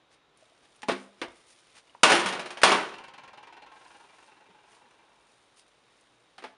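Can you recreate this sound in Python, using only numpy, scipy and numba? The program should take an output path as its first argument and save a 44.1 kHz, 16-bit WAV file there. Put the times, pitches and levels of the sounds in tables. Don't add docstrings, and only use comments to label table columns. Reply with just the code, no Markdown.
import sys
import numpy as np
from scipy import signal
from scipy.fft import rfft, irfft, next_fast_len
from scipy.io import wavfile
from scipy.ndimage import uniform_filter1d
from numba import njit

SR = 44100
rng = np.random.default_rng(int(sys.argv[2]) if len(sys.argv) > 2 else 0)


def int16_out(signal):
    q = np.round(np.clip(np.atleast_2d(signal).T, -1, 1) * 32767)
    wavfile.write(sys.argv[1], SR, q.astype(np.int16))


N = 289737
TOP_HZ = 11050
T = np.arange(3 * SR // 2) / SR


def amp(db):
    return 10 ** (np.asarray(db) / 20)


def unit_rms(x):
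    return x / np.sqrt(np.mean(x ** 2) + 1e-20)


def curve_at(points, hz):
    freqs, values = np.transpose(points)
    return np.interp(np.log(hz + 1), np.log(freqs), values)


def decay(t60, t=T):
    return np.exp(-np.log(1000) * t / t60)


def add(track, start_s, sound):
    part = track[round(start_s * SR):][:len(sound)]
    part += sound[:len(part)]


def noise(colour, tilt_db=0, size=len(T)):
    n_fft = next_fast_len(size)
    hz = np.fft.rfftfreq(n_fft, 1 / SR)
    eq = amp(curve_at(colour, hz) + tilt_db * np.log2(hz + 20)) * (hz < TOP_HZ)
    return unit_rms(irfft(rfft(rng.standard_normal(n_fft)) * eq, n_fft)[:size])


def damped(x, t60_curve, stretch=1):
    hz, t, bands = signal.stft(x, SR, nperseg=256)
    t60 = stretch * curve_at(t60_curve, hz)[:, None]
    return signal.istft(bands * decay(t60, t), SR, nperseg=256)[1][:len(x)]


def ring(modes, t=T):
    hz, db, t60 = np.transpose(modes)
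    gain = amp(db + rng.normal(0, 3.1, len(hz)))
    gain *= np.sqrt(2) / np.linalg.norm(gain)
    phase = rng.uniform(0, 2 * np.pi, len(hz))
    return sum(g * np.sin(2 * np.pi * f * t + p) * decay(d, t)
               for g, f, p, d in zip(gain, hz, phase, t60))


# (frequency [Hz], t60 [s])
ROOM_DECAY = [(100, 0.43), (700, 0.5), (2000, 0.42), (10000, 0.14)]
def room(x, wet_db):
    build_up = 1 - np.exp(-T[:SR // 2] / 0.0017)
    tail = damped(rng.standard_normal(SR // 2), ROOM_DECAY) * build_up
    return x + amp(wet_db) * signal.fftconvolve(x, tail / np.linalg.norm(tail))[:len(x)]


# (frequency [Hz], level [dB])
AIR_COLOUR = [(15, -52.5), (25, -13), (54, -4.5), (85, -19.5), (118, -6.5), (187, -13), (327, -7.5),
              (588, -7.5), (685, -9.5), (1140, -9.5), (1260, -10.5), (1710, -14.5), (3770, -16),
              (4180, -22), (11000, -37.5), (14300, -73.5), (22000, -120)]
def room_tone():
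    whine = noise([(3200, -49.5), (3620, -12.5), (3770, 1), (3920, -11), (4300, -48)], size=N)
    return amp(-66) * noise(AIR_COLOUR, size=N) + amp(-80.5) * whine


# (frequency [Hz], level [dB])
RUBBER_COLOUR = [(200, -6.5), (1000, 0.5), (2500, 3.5), (5000, 0), (7500, -4.5), (9500, -1), (11000, -16.5)]
# (start [s], end [s], level [dB])
GLOVE_HANDLING = [(.36, 2.8, -71), (3.7, 6.57, -73)]
# (peak time [s], level [dB], half length [s], brightness [dB/octave])
GLOVE_STROKES = [(.135, -63, 0.027, -1.5), (0.414, -71, 0.057, 0), (0.649, -62, 0.021, -2.5),
                 (.73, -69.5, .1, 0.5), (0.992, -59.5, 0.076, 1.5), (1.204, -64, .04, -3),
                 (1.376, -65, 0.085, 1.5), (1.506, -60, .04, 3), (1.591, -64, 0.048, 1.5),
                 (1.706, -62.5, 0.046, -0.5), (1.775, -54.5, 0.031, -0.5), (1.889, -66, 0.038, -2),
                 (3.932, -65, 0.19, 1), (4.222, -65, 0.12, 0.5), (4.74, -64, 0.071, 0.5),
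                 (5.349, -73, 0.14, 3.5), (5.588, -62, 0.031, 3.5), (5.969, -71, .12, -1)]
# (time [s], level [dB], brightness [dB/octave])
GLOVE_TICKS = [(0.133, -60, -4.5), (0.373, -60, 10), (.762, -59, 16), (0.8201, -46.5, 2), (0.8794, -53, 2),
               (1.283, -45.5, -4.5), (4.91, -58, -2), (5.594, -53.5, 5), (5.68, -63, 4), (6.01, -63, 10)]
def gloves():
    t = np.arange(N) / SR
    ease_s, grain_db = 0.04, 2.05
    activity = sum(amp(db) * np.clip(np.minimum(t - start, end - t) / ease_s, 0, 1)
                   for start, end, db in GLOVE_HANDLING)
    rub = activity * noise(RUBBER_COLOUR, size=N)
    for peak, db, half_length, tilt_db in GLOVE_STROKES:
        start = max(peak - T[-1] / 2, 0)
        swell = np.exp(-((start + T - peak) / half_length) ** 2)
        add(rub, start, amp(db) * swell * noise(RUBBER_COLOUR, tilt_db))
    grain = unit_rms(uniform_filter1d(rng.standard_normal(N), size=180))
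    out = rub * amp(grain_db * grain)
    for cue, db, tilt_db in GLOVE_TICKS:
        tick = noise(RUBBER_COLOUR, tilt_db) * decay(0.034)
        add(out, cue, amp(db) * room(tick, wet_db=-6))
    return out


# (frequency [Hz], level [dB])
RIM_COLOUR = [(59, -47), (100, -24.5), (366, -6.5), (674, -9), (853, 1), (1100, -4.5), (1190, -17.5),
              (1420, -7), (2150, -14), (2780, -12), (3590, -19.5), (9040, -39.5), (11000, -51),
              (14300, -75), (22000, -120)]
# (frequency [Hz], level [dB], t60 [s])
ROCKER_MODES = [(844, -3, 0.21), (915, 0.5, 0.13), (979, -11, 0.37), (1070, -4, 0.23), (1263, -8, 0.12),
                (1588, -3.5, 0.15), (2360, -1.5, 0.13), (2704, -3.5, 0.2), (4160, -6, 0.089)]
def rocking():
    out, t = np.zeros(N), T[:SR // 4]
    first_s, rest_s, die_out_s = 2.9375, 5.49, 0.35
    fall_db_per_s, click_fall_db_per_s, dulling_db_per_s = 8, 10, 1
    swing_s, period_s = first_s, 0.0992
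    roll_over = (1 - np.exp(-t / 0.003)) * np.exp(-(t / 0.02) ** 2)
    while swing_s < rest_s:
        age = swing_s - first_s
        fade_out = np.clip((rest_s - swing_s) / die_out_s, 0, 1)
        for cue, side_db in [(swing_s, 0), (swing_s + 0.44 * period_s, -0.85)]:
            buzz = noise(RIM_COLOUR, tilt_db=1.5 - dulling_db_per_s * age, size=len(t))
            click = noise(RUBBER_COLOUR, tilt_db=-3, size=len(t)) * decay(0.051, t)
            click *= amp(1.5 - click_fall_db_per_s * age)
            body = amp(-6) * ring(ROCKER_MODES, t) * (1 - decay(0.028, t))
            contact = (buzz + click) * roll_over + body
            force_db = -44 - fall_db_per_s * age + side_db + rng.normal(0, 1)
            add(out, cue, amp(force_db) * fade_out * room(contact, wet_db=-5.5))
        swing_s += period_s
        period_s *= 0.994
    return out


# (time [s], level [dB], pitch [Hz], t60 [s])
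TAP_NOTES = [(.425, -51, 637, 0.068), (.52, -55, 667, .06), (0.833, -35.5, 847, 0.08),
             (1.896, -54, 2910, 0.048), (1.95, -37, 955, 0.019), (2.14, -27, 341.5, 0.33),
             (2.255, -33.5, 189, 0.26), (2.636, -13, 1150, 0.058), (2.661, -31, 192.7, 0.27),
             (4.488, -54, 424, 0.12), (4.497, -58.5, 187, 0.13), (6.381, -51.5, 4420, 0.032),
             (6.382, -57.5, 3180, 0.025), (6.383, -44.5, 761, 0.067), (6.383, -46, 1270, .04),
             (6.443, -38.5, 863, 0.082)]
def taps():
    out = np.zeros(N)
    for cue, db, hz, t60 in TAP_NOTES:
        note = np.sin(2 * np.pi * hz * T) * decay(t60)
        add(out, cue, amp(db) * room(note, wet_db=-14))
    return out


# (frequency [Hz], level [dB])
PLASTIC_COLOUR = [(30, -39.5), (130, -20.5), (195, -19.5), (340, 0), (660, -3.5), (950, -3), (1420, -3.5),
                  (2500, -7.5), (3500, -12.5), (5000, -20), (7550, -30.5), (9000, -24.5), (11000, -43.5)]
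# (frequency [Hz], level [dB], t60 [s])
PITCHER_MODES = [(200, -8, 0.49), (259, -2.5, 0.23), (362, -.5, 0.25), (669, -1, 0.19), (810, -7.5, 0.084),
                 (1087, -10, 0.14), (1480, -5.5, 0.14), (2660, -12, 0.13)]
# (time [s], level [dB], brightness [dB/octave], clack t60 [s], ring mix [dB])
PITCHER_KNOCKS = [(0.831, -36.5, 2.5, 0.055, -15.5), (.8845, -24, 1, 0.22, -3),
                  (.896, -26, -4, 0.086, -3.5), (.916, -32, 3.5, 0.077, 0), (1.216, -27.5, 0.5, 0.13, -33),
                  (1.24, -40, -4, 0.072, -5), (1.9483, -50.5, -5, 0.037, -19.5),
                  (6.3812, -45.5, 2, 0.14, -11), (6.423, -46, -0.5, 0.22, -12.5),
                  (6.4396, -38.5, 0, 0.16, -11)]
def pitchers():
    out = np.zeros(N)
    for cue, db, tilt_db, t60, ring_db in PITCHER_KNOCKS:
        clack = noise(PLASTIC_COLOUR, tilt_db) * decay(t60)
        walls = amp(ring_db) * ring(PITCHER_MODES)
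        add(out, cue, amp(db) * room(clack + walls, wet_db=-16))
    return out


# (frequency [Hz], level [dB])
BENCH_MODES = [(195, -9.5), (250, -8), (350, -3), (562, -2.5), (610, 1), (745, -1), (849, -3), (937, -2),
               (985, 0.5), (1094, 0), (1222, -5), (1466, 2.5), (1703, -5), (1813, -8), (2242, -1.5),
               (2294, -4), (2567, -2), (2791, -1.5), (3235, -3)]
# (frequency [Hz], t60 [s])
BENCH_DECAY = [(60, 1.1), (300, 0.6), (1000, 0.71), (3000, 0.69), (10000, .6)]
def bench_ring(stretch):
    return ring([(hz, db, stretch * curve_at(BENCH_DECAY, hz)) for hz, db in BENCH_MODES])


# (frequency [Hz], level [dB])
STEEL_COLOUR = [(24, -65), (40, -33.5), (95, -26.5), (193, -7), (309, -4.5), (348, -2), (382, -0.5),
                (543, -2.5), (703, -1.5), (1070, 0), (1300, -3), (2750, -5), (7920, -21.5), (9550, -17.5),
                (11000, -36), (14300, -65.5), (22000, -120)]
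# (time [s], level [dB], brightness [dB/octave])
BENCH_CONTACTS = [(2.101, -16, 0.5), (2.119, -14.5, 0.5), (2.152, -22.5, 2.5), (2.195, -28.5, 3),
                  (2.26, -24, 1.5), (2.288, -31.5, 2), (2.326, -30, 0.5), (2.352, -34, -2), (2.394, -31, 0),
                  (2.458, -37, 0.5), (2.505, -37, 1), (2.572, -37, -0.5), (2.6169, -31.5, 2),
                  (2.691, -26, 0.5), (2.718, -16.5, -1)]
def clatter():
    out, contacts = np.zeros(N), list(BENCH_CONTACTS)
    delay_s, gap_s, fall_db_per_s = 0.17, 0.045, 44.5
    settle_db, settle_tilt_db = -27, -2
    for bang_s, bang_db, _, stretch in MOULD_BANGS:
        for k, (time_jitter, level_jitter) in enumerate(rng.uniform(-1, 1, size=(10, 2))):
            wait = gap_s * (k + time_jitter / 2)
            db = bang_db + settle_db - fall_db_per_s * wait / stretch + 2 * level_jitter
            contacts.append((bang_s + (delay_s + wait) * stretch, db, settle_tilt_db))
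    for cue, db, tilt_db in contacts:
        contact = noise(STEEL_COLOUR, tilt_db) * decay(0.13) + amp(-11.5) * bench_ring(stretch=0.15)
        add(out, cue, amp(db) * room(contact, wet_db=-7))
    return out


# (frequency [Hz], level [dB])
THUD_COLOUR = [(18, -63.5), (30, -34), (114, -25.5), (306, -8.5), (864, -2), (1160, 1.5), (1950, -7),
               (2500, -7), (2760, -6), (3800, -7.5), (7980, -17.5), (9030, -12.5), (11000, -30),
               (14300, -64), (22000, -120)]
# (time [s], level [dB], bench ring mix [dB], decay stretch [ratio])
MOULD_BANGS = [(2.0332, -5, -8.5, 0.94), (2.6338, -7, -6, 0.72)]
def mould():
    out = np.zeros(N)
    for cue, db, ring_db, stretch in MOULD_BANGS:
        thud = noise(THUD_COLOUR) * decay(0.096) + amp(-8.5) * bench_ring(stretch=0.16)
        sheet = damped(noise(STEEL_COLOUR), BENCH_DECAY, stretch) + amp(-9.5) * bench_ring(stretch)
        add(out, cue, amp(db) * (thud + amp(ring_db) * sheet))
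    return out


def scene():
    low_cut = signal.butter(2, 89.65, "highpass", fs=SR, output="sos")
    hits = signal.sosfilt(low_cut, pitchers() + taps() + mould() + clatter())
    return (hits + rocking() + gloves() + room_tone())[None]


@njit
def gain_control(x, level, ceiling, attack_s, release_s):
    out, cut = np.empty_like(x), 0.
    for i in range(len(x)):
        excess = max(np.log(level[i] / ceiling + 1e-9), 0.)
        cut += (excess - cut) / (SR * (attack_s if excess > cut else release_s))
        out[i] = x[i] * np.exp(-cut)
    return out


def record(dry):
    n_fft = next_fast_len(N + 8192)
    hz = np.fft.rfftfreq(n_fft, 1 / SR)
    port_notch = 1 - 0.5 * np.exp(-((hz - 7900) / 250) ** 2)
    x = irfft(rfft(dry[0], n_fft) * port_notch, n_fft)[:N]
    rms = np.sqrt(np.abs(signal.lfilter(np.ones(128) / 128, 1, x ** 2)))
    x = gain_control(x, rms, ceiling=amp(-12.0), attack_s=0.0071, release_s=0.039)
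    x = np.clip(x, -0.52, 0.52)
    bass_cut = 1j * hz / (85 + 1j * hz)
    band_limit = 1 / np.sqrt(1 + (hz / TOP_HZ) ** 220)
    return irfft(rfft(x, n_fft) * bass_cut * band_limit, n_fft)[None, :N]


dry = scene()
out = record(dry)
int16_out(out)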